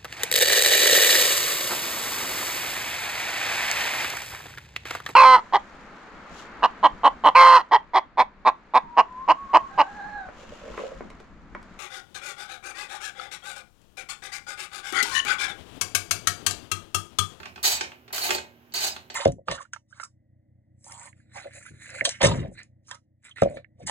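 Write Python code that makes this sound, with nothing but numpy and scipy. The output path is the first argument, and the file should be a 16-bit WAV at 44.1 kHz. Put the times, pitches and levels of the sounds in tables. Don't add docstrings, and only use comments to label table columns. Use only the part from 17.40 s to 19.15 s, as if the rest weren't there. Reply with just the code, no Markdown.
import sys
import numpy as np
from scipy import signal
from scipy.fft import rfft, irfft
from scipy.io import wavfile
from scipy.ndimage import uniform_filter1d

SR = 44100
rng = np.random.default_rng(int(sys.argv[2]) if len(sys.argv) > 2 else 0)


def wrap_up_sound(samples):
    columns = np.atleast_2d(samples).T
    tamed = np.clip(columns, -1, 1)
    steps = np.round(tamed * 32767).astype(np.int16)
    wavfile.write(sys.argv[1], SR, steps)


N = 77175
TIME = np.arange(N) / SR
FREQS = np.maximum(np.fft.rfftfreq(N, 1 / SR), 1)


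def from_db(db):
    return 10 ** (np.asarray(db) / 20)


def rms_one(x):
    return x / np.sqrt(np.mean(x ** 2) + 1e-20)


def at_hz(points, hz):
    point_hz, value = np.transpose(points)
    return np.interp(np.log(hz), np.log(point_hz), value)


def pan(db):
    gains = from_db(np.outer([.5, -.5], db))
    return gains / np.sqrt(np.mean(gains ** 2, axis=0))


def drift(rate_hz):
    return rms_one(irfft(rfft(rng.standard_normal(N)) / (1 + (FREQS / rate_hz) ** 2), N))


def lowpass(x, hz, order):
    return signal.sosfilt(signal.butter(order, min(hz, SR / 2 - 1), fs=SR, output="sos"), x + 1e-18)


def through(force, response):
    return signal.fftconvolve(force[None], response, axes=1)[:, :N]


def decay(t60_s, size=2 ** 14):
    return rms_one(np.exp(-np.log(1000) * TIME[:size] / t60_s)) / np.sqrt(size)


# frequency_hz, shared_power_fraction
STEREO_LIKENESS = [(60, 0.4), (150, 1), (400, 0.86), (1200, 0.57), (4000, 0.23), (15000, 0.0974)]
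LEFT_LAG_S = 0.0002846
def stereo_spectrum(hz):
    shared, *own = rng.standard_normal((3, len(hz))) + 1j * rng.standard_normal((3, len(hz)))
    alike = np.clip(at_hz(STEREO_LIKENESS, hz), 0, 1)
    both = np.sqrt(alike) * shared + np.sqrt(1 - alike) * np.array(own)
    both[0] *= np.exp(-2j * np.pi * hz * LEFT_LAG_S)
    return both


# frequency_hz, left_minus_right_db
BALANCE = [(80, -5), (350, -7), (600, -5), (850, 4.5), (1200, -2.5), (1800, -5), (2600, -2.5), (4400, 0),
           (7200, -5), (9000, -0.5), (15000, 0)]
def placement(hz):
    return pan(at_hz(BALANCE, hz))


def stereo_noise(eq):
    return rms_one(irfft(stereo_spectrum(FREQS) * placement(FREQS) * from_db(at_hz(eq, FREQS)), N))


# frequency_hz, gain_db
RUMBLE_EQ = [(25, -35), (80, -6.5), (180, -5), (250, -8.5), (320, -5.5), (550, -11.5), (850, -12),
             (1150, -16), (1550, -14), (2000, -19), (2800, -16), (4000, -27), (6500, -31), (9300, -46.5),
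             (12000, -25.5), (15500, -27.5)]
THRUM_EQ = [(25, -58), (50, -14.5), (80, 10), (110, -14.5), (200, -1.5), (370, -13.5), (700, -31.5)]
# time_s, level_db
THRUM_SWELLS = [(0, -51.5), (.08, -57), (.3, -54), (.43, -53.5), (.58, -62), (.72, -76.5), (.85, -52),
                (1.0, -53), (1.2, -82.5), (1.4, -59), (1.6, -58), (1.75, -68)]
# pitch_hz, level_db
HUM_TONES = [(80, -72), (100, -73), (120, -67.5), (240, -64), (365, -67.5), (1548, -82.5)]
RUMBLE_DB, HUM_WAVER_DB, HUM_WANDER_HZ = -59, -0.5, 4.3
def drive():
    rumble = from_db(RUMBLE_DB) * stereo_noise(RUMBLE_EQ)
    thrum = from_db(np.interp(TIME, *np.transpose(THRUM_SWELLS))) * stereo_noise(THRUM_EQ)
    hum = 0
    for hz, db in HUM_TONES:
        phase = 2 * np.pi * np.cumsum(hz + HUM_WANDER_HZ * drift(rate_hz=12.4)) / SR
        level = from_db(db + HUM_WAVER_DB * drift(rate_hz=9.9))
        hum += placement(hz) * level * np.sqrt(2) * np.sin(phase)
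    return rumble + thrum + hum


# frequency_hz, t60_s
ENCLOSURE_DECAY = [(200, 0.48), (1000, 0.4), (3000, 0.31), (7000, 0.24), (11000, 0.22), (16000, 0.22)]
EVEN_OVER_HZ = 380
def steel_body(eq, ring_t60_s, tail_db, low_hz=1, high_hz=SR):
    size = 2 ** 15
    hz = np.maximum(np.fft.rfftfreq(size, 1 / SR), 1)
    noise, ring = stereo_spectrum(hz), 0
    octaves = np.floor(np.log2(np.maximum(hz, 300) / 140))
    for octave in np.unique(octaves):
        band = octaves == octave
        tail = from_db(tail_db) * decay(at_hz(ENCLOSURE_DECAY, hz[band].mean()), size)
        ring += irfft(noise * band) * np.hypot(decay(ring_t60_s, size), tail)
    spectrum = rfft(ring)
    spectrum /= np.sqrt(uniform_filter1d(abs(spectrum) ** 2, int(EVEN_OVER_HZ / SR * size)))
    band_cut = np.sqrt((1 + (low_hz / hz) ** 40) * (1 + (hz / high_hz) ** 40))
    gain = placement(hz) * from_db(at_hz(eq, hz)) / band_cut
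    log_gain = np.log(np.hstack([gain, gain[:, -2:0:-1]]))
    minimum_phase = np.exp(np.conj(signal.hilbert(log_gain))[:, :len(hz)])
    return rms_one(irfft(spectrum * minimum_phase)[:, :size // 2]) / np.sqrt(size // 2)


def modes(partials, pan_db):
    phases, ring = rng.uniform(0, 2 * np.pi, (len(partials), 2, 1)), 0
    for (hz, db, t60_s), phase in zip(partials, phases):
        envelope = from_db(db) * np.sqrt(2) * decay(t60_s)
        ring += envelope * np.sin(2 * np.pi * hz * TIME[:len(envelope)] + phase)
    return pan(pan_db) * ring


def jolts(per_s, size=N, spread_db=4.5):
    strengths = from_db(spread_db * np.minimum(rng.exponential(1, size), 3))
    signs = rng.choice([-1, 1], size)
    return rms_one(strengths * signs * (rng.random(size) < per_s / SR))


# frequency_hz, gain_db
FRAME_EQ = [(60, -36), (150, -13.5), (260, -10.5), (370, -2), (480, -2.5), (640, 3.5), (900, -2),
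            (1350, 1.5), (2500, 2.5), (3400, -1), (4300, 1), (6500, 1.5), (9000, 4.5), (15000, -14.5)]
# pitch_hz, gain_db, t60_s
FRAME_PARTIALS = [(364.7, -1.5, .22), (412, -11, 0.22), (625, -6, 0.28), (883, -3, 0.22), (1173, -4.5, .18),
                  (1548, 1, 0.15), (2512, 0.5, 0.27), (2945, -7, 0.3)]
# start_s, strength_db, lowpass_hz, bass_lift_db
LINKAGE_KNOCKS = [(.001, -45.5, 4670, 15), (.031, -36, 3450, 0), (0.056, -32, 3770, 5.5),
                  (0.159, -40.5, 4240, 8), (0.178, -44.5, 3440, 14), (.409, -22, 5280, 0),
                  (0.446, -44, 5000, 11.5), (.518, -37.5, 2930, -5), (.679, -44, 3950, 1.5),
                  (.705, -36, 1480, -8), (0.78, -25.5, 5120, -7), (.853, -32, 1100, 12),
                  (.892, -23.5, 3500, 4), (.906, -19, 6270, 6), (.920, -35, 4120, 1), (0.934, -29, 190, 15),
                  (.949, -30, 7300, 11), (.982, -31, 4770, -6), (1.563, -36, 4650, 6.5),
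                  (1.7, -38, 4200, 8.5)]
HIT_GAIN = np.sqrt(0.0096 * SR)
HARD_SHARE, BASS_SHELF_HZ = .55, 680
CRACK_DB, FRAME_RING_DB, FRAME_PAN_DB = -1, -16.5, -3
def linkage():
    force, fade = np.zeros(N + SR), decay(t60_s=0.028)
    for start_s, db, lowpass_hz, bass_db in LINKAGE_KNOCKS:
        rattle = rms_one(jolts(per_s=2500, size=len(fade)) * fade)
        contacts = rattle * np.sqrt((1 - HARD_SHARE) / len(fade))
        contacts[0] += np.sqrt(HARD_SHARE)
        blow = lowpass(contacts * HIT_GAIN, lowpass_hz, order=3)
        blow += (from_db(bass_db) - 1) * lowpass(blow, BASS_SHELF_HZ, order=1)
        start = int(start_s * SR)
        force[start:start + len(blow)] += from_db(db) * blow
    crack = from_db(CRACK_DB) * steel_body(FRAME_EQ, ring_t60_s=.022, tail_db=-np.inf, low_hz=550)
    clank = steel_body(FRAME_EQ, ring_t60_s=0.2, tail_db=-2.5)
    ring = from_db(FRAME_RING_DB) * modes(FRAME_PARTIALS, FRAME_PAN_DB)
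    return through(force[:N], crack + clank + ring)


# frequency_hz, gain_db
HOUSING_EQ = [(120, -18.5), (280, -50.5), (365, -3.5), (470, -15.5), (620, -1.5), (850, 4.5), (1080, -1.5),
              (1350, -1.5), (1530, 0.5), (1850, -0.5), (2600, 3.5), (3100, -1.5), (3350, -6), (3800, 4),
              (4500, 0), (5700, -3), (6500, -0.5), (8000, -5), (8800, -12.5), (10200, -13.5), (12000, -8.5),
              (13200, -12.5), (15000, -11), (16000, -17.5)]
# pitch_hz, gain_db, t60_s
DISC_PARTIALS = [(3028, -7, .15), (3081, -7, .15), (3860, -5, .15), (4118, -5, .13), (4324, -5, .1),
                 (4464, 1, .12), (4511, 0, .16), (4650, -3, .16), (5321, -9, .12), (6024, -9, .13),
                 (6343, -6, .15), (6662, -4, .18), (7437, -9, .12), (7710, -4, .15), (7766, -3, .18),
                 (8033, -6, .15), (8556, -11, .15)]
# time_s, rasp_gain_db, grind_gain_db, grit_gain_db
CLUTCH_STROKES = [
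    [(.229, -21.5, -32, -28.5), (.243, -15.5, -22, -25), (.258, -12, -28, -22.5), (.28, -18, -27.5, -21),
     (.325, -23, -33, -30), (.36, -25.5, -38, -33), (.385, -56, -34, -56)],
    [(.727, -26, -28, -29.5), (.755, -29, -34, -32.5), (.783, -28.5, -43, -31), (.8, -33, -36, -35),
     (.818, -26, -30, -28), (.87, -24.5, -31.5, -29), (.9, -40, -31, -34), (.955, -28.5, -70, -33.5),
     (.99, -68, -40, -95)],
    [(1.338, -24, -26.5, -30.5), (1.358, -26, -37.5, -35), (1.37, -29.5, -31.5, -35),
     (1.41, -22.5, -32, -32), (1.447, -21.5, -29, -30), (1.495, -33, -47, -37.5), (1.515, -50, -54, -51),
     (1.57, -51, -77, -56)],
    [(1.742, -33.5, -30, -41), (1.76, -45, -47, -35)],
]
HOUSING_DECAY = dict(ring_t60_s=0.06, tail_db=1)
GRIND_BELOW_HZ, GRIT_ABOVE_HZ = 3230, 9400
GRIND_DB, RASP_DB, GRIT_DB = -2.5, -7, -5
FRAME_SHAKE_DB, DISC_DB, DISC_PAN_DB = -16.5, -15, -3.5
BITE_DB, BITE_S, CHATTER_DB = 5, .003, 2
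def clutch(patches=3):
    envelopes, bite = np.zeros((3, N)), np.zeros(N)
    for stroke in CLUTCH_STROKES:
        times, *levels = np.transpose(stroke)
        envelopes += from_db([np.interp(TIME, times, db, left=-200, right=-200) for db in levels])
        bite[int(times[0] * SR) + 1] = from_db(BITE_DB) * np.sqrt(BITE_S * SR / patches)
    rasp, grind, grit = envelopes
    grip, out = rms_one(from_db(CHATTER_DB * drift(rate_hz=96))), 0
    for _ in range(patches):
        friction = jolts(per_s=900) * grip / np.sqrt(patches)
        lows = steel_body(HOUSING_EQ, **HOUSING_DECAY, high_hz=GRIND_BELOW_HZ)
        mids = steel_body(HOUSING_EQ, **HOUSING_DECAY, low_hz=GRIND_BELOW_HZ, high_hz=GRIT_ABOVE_HZ)
        highs = steel_body(HOUSING_EQ, ring_t60_s=0.054, tail_db=-11.5, low_hz=GRIT_ABOVE_HZ)
        frame = from_db(FRAME_SHAKE_DB) * modes(FRAME_PARTIALS, FRAME_PAN_DB)
        disc = from_db(DISC_DB) * modes(DISC_PARTIALS, DISC_PAN_DB)
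        out += through(friction * grind, from_db(GRIND_DB) * lows + frame)
        out += through((friction + bite / 2) * rasp, from_db(RASP_DB) * mids + disc)
        out += through((friction + bite) * grit, from_db(GRIT_DB) * highs)
    return out


# start_s, length_s, pitch_hz, level_db
CLUTCH_SQUEALS = [(.250, 0.019, 4280, -25), (.815, .028, 4340, -31), (.945, 0.0078, 4430, -27.5),
                  (.974, .018, 4430, -35), (1.342, .015, 4390, -28), (1.362, 0.042, 4440, -29.5),
                  (1.392, 0.014, 4600, -39), (1.436, 0.024, 4460, -47), (1.473, 0.014, 4470, -31.5),
                  (1.475, 0.071, 4690, -41)]
def squeal(wander_hz=125, flutter_hz=340, rough_db=3, rise_hz_per_s=2200):
    wander = wander_hz * drift(flutter_hz)
    roughness = rms_one(from_db(rough_db * drift(flutter_hz)))
    lag_s, out = np.array([[LEFT_LAG_S], [0]]), 0
    for start_s, length_s, hz, db in CLUTCH_SQUEALS:
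        age_s = TIME - start_s
        swell = np.sqrt(abs(np.sin(np.pi * np.clip(age_s / length_s, 0, 1))))
        pitch_hz = hz + rise_hz_per_s * age_s + wander
        phase = 2 * np.pi * (np.cumsum(pitch_hz) / SR - hz * lag_s)
        out += from_db(db) * swell * roughness * np.sqrt(2) * np.sin(phase)
    return pan(DISC_PAN_DB) * out


# start_s, strength_db
TAPS = [(1.322, -57.5), (1.703, -50.5)]
def disc_pings(tick_db=7):
    force = np.zeros(N)
    for start_s, db in TAPS:
        force[int(start_s * SR)] = from_db(db) * HIT_GAIN
    tick = from_db(tick_db) * steel_body(HOUSING_EQ, **HOUSING_DECAY)
    ring = modes(DISC_PARTIALS, DISC_PAN_DB)
    return through(lowpass(force, hz=7000, order=4), tick + ring)


def scene():
    return clutch() + squeal() + disc_pings() + linkage() + drive()


CUTOFF_HZ = 15900
def record(dry):
    return signal.sosfilt(signal.ellip(12, .1, 80, CUTOFF_HZ, fs=SR, output="sos"), dry)


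dry = scene()
out = record(dry)
wrap_up_sound(out)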